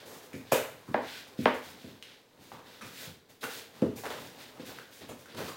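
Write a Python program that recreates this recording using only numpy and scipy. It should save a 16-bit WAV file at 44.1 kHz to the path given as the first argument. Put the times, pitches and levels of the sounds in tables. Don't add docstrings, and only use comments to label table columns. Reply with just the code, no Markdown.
import sys
import numpy as np
from scipy import signal
from scipy.fft import rfft, irfft
from scipy.io import wavfile

SR = 44100
rng = np.random.default_rng(int(sys.argv[2]) if len(sys.argv) > 2 else 0)


def file_out(sig):
    cols = np.atleast_2d(sig).T
    lim = np.clip(cols, -1, 1)
    pcm = np.round(lim * 32767).astype(np.int16)
    wavfile.write(sys.argv[1], SR, pcm)


N = 245195
TAIL = 32768
TAIL_S = np.arange(TAIL) / SR


def from_db(db):
    return 10 ** (np.asarray(db) / 20)


def rms_one(x):
    return x / np.sqrt(np.mean(x ** 2) + 1e-20)


def peak_one(x):
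    return x / np.abs(x).max()


def at_hz(points, hz):
    f, value = np.transpose(points)
    return np.interp(np.log(np.maximum(hz, 1)), np.log(f), value)


def butter(x, hz, kind, order=2):
    sos = signal.butter(order, np.clip(hz, 10, .45 * SR), kind, fs=SR, output="sos")
    return signal.sosfilt(sos, x + 1e-18)


def pulse(spectrum):
    level_db = at_hz(spectrum, np.fft.rfftfreq(TAIL, 1 / SR))
    cepstrum = irfft(np.log(from_db(level_db)))
    cepstrum[1:TAIL // 2] *= 2
    cepstrum[TAIL // 2 + 1:] = 0
    return irfft(np.exp(rfft(cepstrum)))


def through(x, response):
    return signal.fftconvolve(x, response)[:len(x)]


def ring(hz, t60_s):
    return np.sin(2 * np.pi * hz * TAIL_S) * np.exp(-np.log(1000) * TAIL_S / t60_s)


def add(track, s, sound):
    start = max(round(s * SR), 0)
    track[start:start + len(sound)] += sound[:max(N - start, 0)]


def reflections(first_s=0.00091, build_s=0.0012):
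    # hz, t60_s
    room_t60 = [(80, .5), (250, 0.3254), (600, 0.4), (2000, 0.527), (5000, 0.4045), (14000, 0.45)]
    # hz, level_db
    room_colour = [(80, 8.5), (102, 3), (124, 0.5), (180, -5), (203, 0.5), (244, 5), (280, -1), (325, -1.5),
                   (380, 1), (455, 6), (700, -7.5), (870, -3.5), (1500, -0.5), (5000, -0.5)]
    hz = np.fft.rfftfreq(TAIL, 1 / SR)
    noise = rfft(rng.standard_normal(TAIL))
    coloured = noise / np.abs(noise) * from_db(at_hz(room_colour, hz))
    centres_hz = [f for f, t60_s in room_t60]
    out = 0
    for share, (f, t60_s) in zip(np.eye(len(centres_hz)), room_t60):
        weight = at_hz(list(zip(centres_hz, share)), hz)
        out = out + irfft(coloured * weight) * np.exp(-np.log(1000) * TAIL_S / t60_s)
    out = out * np.clip((TAIL_S - first_s) / build_s, 0, 1)
    return out / np.linalg.norm(out)


def in_room(sound, room_db):
    tail = through(sound, reflections())
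    return sound + from_db(room_db) * tail * np.linalg.norm(sound) / np.linalg.norm(tail)


def grains(colour, per_s, spread_db, wash_db):
    sizes = from_db(spread_db * np.minimum(rng.exponential(1, N), 4)) * rng.choice([-1, 1], N)
    clicks = rms_one(sizes * (rng.random(N) < per_s / SR))
    wash = from_db(wash_db) * rng.standard_normal(N)
    return rms_one(through(clicks + wash, pulse(colour)))


def moves(starts_s, rises_s, lengths_s, levels_db, fade_db_per_s, idle_db):
    # time_s, offset_db
    bustle = [(0, 2.5), (1.3, 2), (1.9, 1), (2.27, -5), (2.7, 1), (3.0, 3.5), (3.25, -7.5), (3.75, 0),
              (4.3, 6.5), (4.9, 0.5), (5.56, 2.5)]
    t = np.arange(N) / SR
    power = from_db(idle_db + np.interp(t, *np.transpose(bustle))) ** 2
    for s, rise_s, length_s, db in np.broadcast(starts_s, rises_s, lengths_s, levels_db):
        swell = np.clip((t - s) / rise_s, 0, 1)
        fade_db = fade_db_per_s * np.clip(t - s - length_s, 0, 1)
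        power = power + (swell * from_db(db - fade_db)) ** 2
    return np.sqrt(power)


def room_air(level_db=-76):
    # hz, level_db (per Hz)
    air_colour = [(20, 4), (35, 1.5), (100, -21), (400, 8), (2000, -15), (16000, -41)]
    return from_db(level_db) * rms_one(through(rng.standard_normal(N), pulse(air_colour)))


def strokes(hiss_fade_db_per_s=167.5, swish_fade_db_per_s=126.5, idle_hiss_db=-67, idle_swish_db=-66):
    # start_s, rise_s, length_s, palm_hiss_db, sleeve_swish_db
    arm_strokes = [(0, 0.0017, 0.018, -67, -54.5), (0.052, 0.012, 0.13, -53.5, -58),
                   (.22, .01, 0.034, -58, -65), (0.333, 0.024, .04, -59, -64),
                   (0.438, 0.081, 0.19, -65, -53), (0.861, 0.025, 0.1, -64, -68),
                   (0.987, 0.12, 0.2, -54, -46), (1.26, .02, 0.027, -60.5, -73),
                   (1.368, 0.033, 0.11, -55, -50.5), (1.533, .01, 0.037, -54, -56),
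                   (1.61, 0.034, 0.1, -54.5, -53.5), (1.768, 0.028, 0.14, -63.5, -58),
                   (2.042, 0.018, 0.098, -75, -57), (2.377, 0.056, 0.12, -61, -61),
                   (2.502, .02, .04, -62, -58.5), (2.642, 0.033, 0.13, -64, -57),
                   (2.813, 0.048, 0.07, -54, -55), (2.887, 0.13, 0.17, -47.5, -47),
                   (3.284, 0.016, 0.024, -59.5, -62.5), (3.403, 0.032, 0.046, -46.5, -51),
                   (3.479, 0.035, 0.11, -47.5, -47), (3.725, .03, 0.067, -62, -60),
                   (3.956, 0.0097, 0.056, -49, -56), (4.023, .03, 0.12, -54, -52),
                   (4.15, 0.034, 0.12, -54.5, -53.5), (4.365, 0.046, 0.065, -55, -51),
                   (4.589, .015, 0.03, -63, -54), (4.641, .03, 0.065, -50, -50.5),
                   (4.73, 0.016, 0.093, -61, -55.5), (4.9, 0.032, 0.1, -56, -58.5),
                   (5.006, .015, 0.023, -66, -52.5), (5.174, 0.024, 0.044, -58.5, -63),
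                   (5.272, .03, 0.11, -75, -55.5), (5.359, 0.017, 0.13, -50, -48.5)]
    # hz, level_db (per Hz)
    swish_colour = [(700, -43.5), (1500, 1.5), (2100, 0), (3000, 0.5), (3700, 2.5), (5000, -4), (6500, -12),
                    (12000, -23)]
    # hz, level_db (per Hz)
    hiss_colour = [(2000, -52), (4500, -1), (6500, 0.5), (9000, -3), (12000, -3.5), (15800, -0.5)]
    s, rise_s, length_s, hiss_db, swish_db = np.transpose(arm_strokes)
    hiss = moves(s, rise_s, length_s, hiss_db, hiss_fade_db_per_s, idle_hiss_db)
    swish = moves(s, rise_s, length_s, swish_db, swish_fade_db_per_s, idle_swish_db)
    return (swish * grains(swish_colour, per_s=1500, spread_db=4.0, wash_db=4.0)
            + hiss * grains(hiss_colour, per_s=5000, spread_db=8.5, wash_db=6))


def scuffs(room_db=0.0, grain_db=3.5):
    # start_s, level_db, length_s
    skids = [(0.517, -25, 0.025), (1.428, -48, 0.022), (3.434, -38, 0.018), (3.968, -47.5, 0.029),
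             (5.083, -48, 0.02)]
    # hz, level_db (per Hz)
    skid_colour = [(40, -17), (100, 2.5), (250, 10), (500, 6.5), (900, 7.5), (1500, -9), (2400, 2),
                   (4000, -13.5), (7000, -11), (16000, -8)]
    out = np.zeros(N)
    for s, db, length_s in skids:
        envelope = np.sqrt(np.maximum(np.sin(np.pi * np.minimum(TAIL_S / length_s, 1)), 0))
        slips = rng.standard_normal(TAIL) * from_db(grain_db * rng.standard_normal(TAIL))
        burst = envelope * rms_one(through(slips, pulse(skid_colour)))
        add(out, s, from_db(db) * in_room(burst, room_db))
    return out


def thuds(cycles=11, ring_db=-20, low_hz=95):
    # start_s, level_db, pitch_hz, contact_cutoff_hz, room_db
    pushes = [(.340, -32, 272, 424, 5.5), (0.886, -38.5, 240, 403, 12.5), (1.3898, -21.5, 240, 355, 1.5),
              (1.843, -41, 258, 816, 9.5), (3.072, -43, 157, 350, 5), (3.8229, -14, 286, 473, 1.5),
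              (3.838, -19.5, 300, 477, -0.5), (4.597, -36.5, 290, 610, 3), (4.634, -40, 264, 560, 3.5),
              (5.406, -36, 360, 660, 3)]
    # hz, level_db, t60_s
    floor_modes = [(105, 0, 0.15), (151, -35, .34), (186, -31.5, 0.17), (240, -5, 0.18), (290, -25, 0.35),
                   (350, -16, 0.34), (417, -1.5, 0.55), (487, 0, 0.27), (510.7, 10, 0.25), (636, 4.5, 0.27),
                   (657, -1.5, 0.4), (1060, -17, .3)]
    out = np.zeros(N)
    modes = sum(from_db(db) * ring(f, t60_s) for f, db, t60_s in floor_modes)
    for s, db, hz, contact_hz, room_db in pushes:
        push = butter(ring(hz, cycles / hz / 2), low_hz, "high")
        push = peak_one(butter(push, contact_hz, "low", order=3))
        boards = from_db(ring_db) * butter(modes, contact_hz, "low", order=3)
        add(out, s, from_db(db) * (in_room(push, room_db) + boards))
    return out


def knocks(travel_s=.0036, ring_db=-26):
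    # start_s, level_db, room_db
    bowl_hits = [(0.9412, -13.5, 0), (1.4549, -8, -2)]
    # hz, level_db
    hit_colours = [
        [(60, -40), (150, -30), (250, -3), (450, -7), (640, 3.5), (800, 1.5), (1000, -5.5), (1270, -13.5),
         (1720, -11), (2050, -14.5), (2650, -26), (3100, -26.5), (4700, -36), (8000, -63)],
        [(60, -35), (150, -24), (250, 0.5), (420, -4), (600, 5), (850, 1.5), (1100, -4), (1380, -7.5),
         (2100, -10.5), (2700, -15.5), (3200, -14.5), (4100, -27.5), (5500, -33.5), (9000, -67)],
    ]
    # hz, level_db, t60_s
    bowl_modes = [(254, 0.5, 0.45), (265, -20, 1), (452, -47, 0.38), (514, -28, 0.5), (609, 2.5, 0.23),
                  (730, -5, 0.15), (785, -65.5, .23), (815, -29, 0.57), (927, 5.5, 0.33), (1118, 3.5, 0.2),
                  (1319, -32, 0.26), (1608, 6.5, 0.1), (1710, -18, .3), (1750, -11, 0.17), (2060, -29, .35),
                  (2485, -5, .24)]
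    out = np.zeros(N)
    hz = np.fft.rfftfreq(TAIL, 1 / SR)
    dispersion = np.exp(-4j * np.pi * travel_s * np.sqrt(1000 * hz))
    modes = sum(from_db(db) * ring(f, t60_s) for f, db, t60_s in bowl_modes)
    for (s, db, room_db), colour in zip(bowl_hits, hit_colours):
        chirp = peak_one(irfft(rfft(pulse(colour)) * dispersion))
        add(out, s, from_db(db) * in_room(chirp, room_db))
        add(out, s + travel_s, from_db(db + ring_db) * modes)
    return out


def shell(hz, t60_s):
    # pitch_ratio, level_db
    shell_modes = [(1, 12), (1.27, 1), (1.62, -9), (2.15, -13.5)]
    return sum(from_db(db) * ring(hz * ratio, t60_s / np.sqrt(ratio)) for ratio, db in shell_modes)


def jostle(per_s=170, spread_db=3.5, cycles=9.8, room_db=3.5, count=10):
    sizes = from_db(spread_db * np.minimum(rng.exponential(1, N), 3)) * rng.choice([-1, 1], N)
    clicks = sizes * (rng.random(N) < per_s / SR)
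    ball = rng.integers(0, count, N)
    pops = np.zeros(N)
    for k, hz in enumerate(np.geomspace(430, 1500, count)):
        pops += through(clicks * (ball == k), in_room(shell(hz, cycles / hz), room_db))
    return rms_one(butter(butter(pops, hz=300, kind="high"), hz=2560, kind="low"))


def rolling_and_shuffling(jostle_db=-5.0, roll_db=-4.0, rise_s=0.018, settle_db_per_s=132.5,
                          idle_rolling_db=-60, idle_shuffle_db=-65):
    # start_s, length_s, rolling_db, shuffle_db
    stirrings = [(0, 0.036, -53.5, -74), (.055, 0.1, -51, -56.5), (0.185, 0.15, -57, -78),
                 (0.435, 0.049, -59, -69), (0.707, 0.03, -77, -58.5), (0.97, 0.029, -52, -47),
                 (1.143, .06, -61, -68), (1.267, 0.023, -62, -65), (1.46, 0.019, -50, -64),
                 (1.656, .11, -62, -56.5), (1.875, 0.021, -59, -54), (2.076, 0.07, -65.5, -68),
                 (2.375, .08, -64, -58.5), (2.507, .03, -56, -53), (2.62, 0.17, -62.5, -64),
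                 (2.804, 0.07, -54, -52), (2.994, 0.081, -54, -59), (3.284, 0.024, -59, -60.5),
                 (3.416, 0.049, -45, -58), (3.549, 0.056, -52.5, -57), (3.725, 0.12, -55.5, -60.5),
                 (4.031, 0.087, -38.5, -52), (4.165, 0.063, -50, -51.5), (4.357, 0.085, -58.5, -66),
                 (4.555, 0.071, -53, -59), (4.674, 0.063, -49, -54), (5.003, 0.022, -51.5, -50.5),
                 (5.088, 0.028, -50.5, -48.5), (5.273, 0.12, -56.5, -61), (5.333, .04, -50.5, -49),
                 (5.37, 0.073, -40.5, -44)]
    # hz, level_db (per Hz)
    rolling_colour = [(150, -39), (300, -7), (380, 1), (470, 6), (620, 1.5), (900, -0.5), (1500, -8.5),
                      (2000, -8), (3000, -21), (7000, -46)]
    # hz, level_db (per Hz)
    shuffle_colour = [(25, -24), (55, -14.5), (80, -4), (104, 1), (135, 1), (200, -0.5), (270, 4.5),
                      (340, -2.5), (500, -5), (1200, -87)]
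    s, length_s, rolling_db, shuffle_db = np.transpose(stirrings)
    rolling = moves(s, rise_s, length_s, rolling_db, settle_db_per_s, idle_rolling_db)
    shuffle = moves(s, rise_s, length_s, shuffle_db, settle_db_per_s, idle_shuffle_db)
    roll = grains(rolling_colour, per_s=500, spread_db=1.5, wash_db=1.0)
    balls = from_db(jostle_db) * jostle() + from_db(roll_db) * roll
    return rolling * balls + shuffle * grains(shuffle_colour, per_s=400, spread_db=2.5, wash_db=3.5)


def taps(cycles=10.0, least_s=0.0016, crack_s=0.0042, crack_hz=4500):
    # start_s, level_db, pop_pitch_hz, crack_db, room_db
    hard_taps = [(0.332, -37.5, 2240, -6, 7.5), (0.5216, -11, 640, -12.5, 2.5), (0.5287, -25, 536, -32, 11),
                 (.541, -24.5, 1520, -1.5, 9), (0.88, -43, 1120, -14, 9), (2.0256, -30, 3080, -12, 2),
                 (2.518, -34, 890, -26, 4), (2.592, -42, 950, -20, 4.5), (2.811, -39.5, 1290, -8, 13.5),
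                 (2.818, -37, 1380, -8, -3), (2.823, -37, 2430, -17, 7), (3.411, -43, 3940, -11.5, 12),
                 (3.430, -32, 493, 3, 8), (3.433, -29, 1470, -19, 9.5), (3.440, -26, 1300, -9, -5),
                 (3.820, -38, 2840, -10, 3), (3.8204, -34.5, 905, -10.5, 6), (3.826, -23.5, 465, -38, 8),
                 (4.037, -29.5, 790, -10.5, 3), (4.056, -27.5, 1650, -7, 0), (4.065, -28.5, 1700, -15, 0),
                 (4.1039, -29, 3370, -25, 3), (4.106, -31.5, 790, -4.5, 3.5), (4.787, -31, 1530, -17, -0.5),
                 (5.017, -46, 1970, -2, -5), (5.092, -36, 685, -4.5, 7.5), (5.258, -41, 1520, -9, 4.5),
                 (5.347, -40, 1220, -1, 0), (5.384, -33.5, 890, -6, 6), (5.483, -31, 1100, -5.5, 7),
                 (5.499, -35, 1200, -16, 1)]
    out = np.zeros(N)
    for s, db, hz, crack_db, room_db in hard_taps:
        crack = butter(rng.standard_normal(TAIL), crack_hz, "low", order=1) * np.exp(-TAIL_S / crack_s)
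        pop = peak_one(shell(hz, least_s + cycles / hz))
        tap = peak_one(butter(pop + from_db(crack_db) * crack, hz / 2, "high"))
        add(out, s, from_db(db) * in_room(tap, room_db))
    return out


def scene():
    blows = scuffs() + thuds() + knocks() + taps()
    blows = butter(blows, hz=93.0, kind="high", order=4)
    return (room_air() + strokes() + rolling_and_shuffling() + blows)[None]


def record(dry, cutoff_hz=15900):
    return signal.sosfilt(signal.ellip(10, .1, 75, cutoff_hz, fs=SR, output="sos"), dry)


dry = scene()
out = record(dry)
file_out(out)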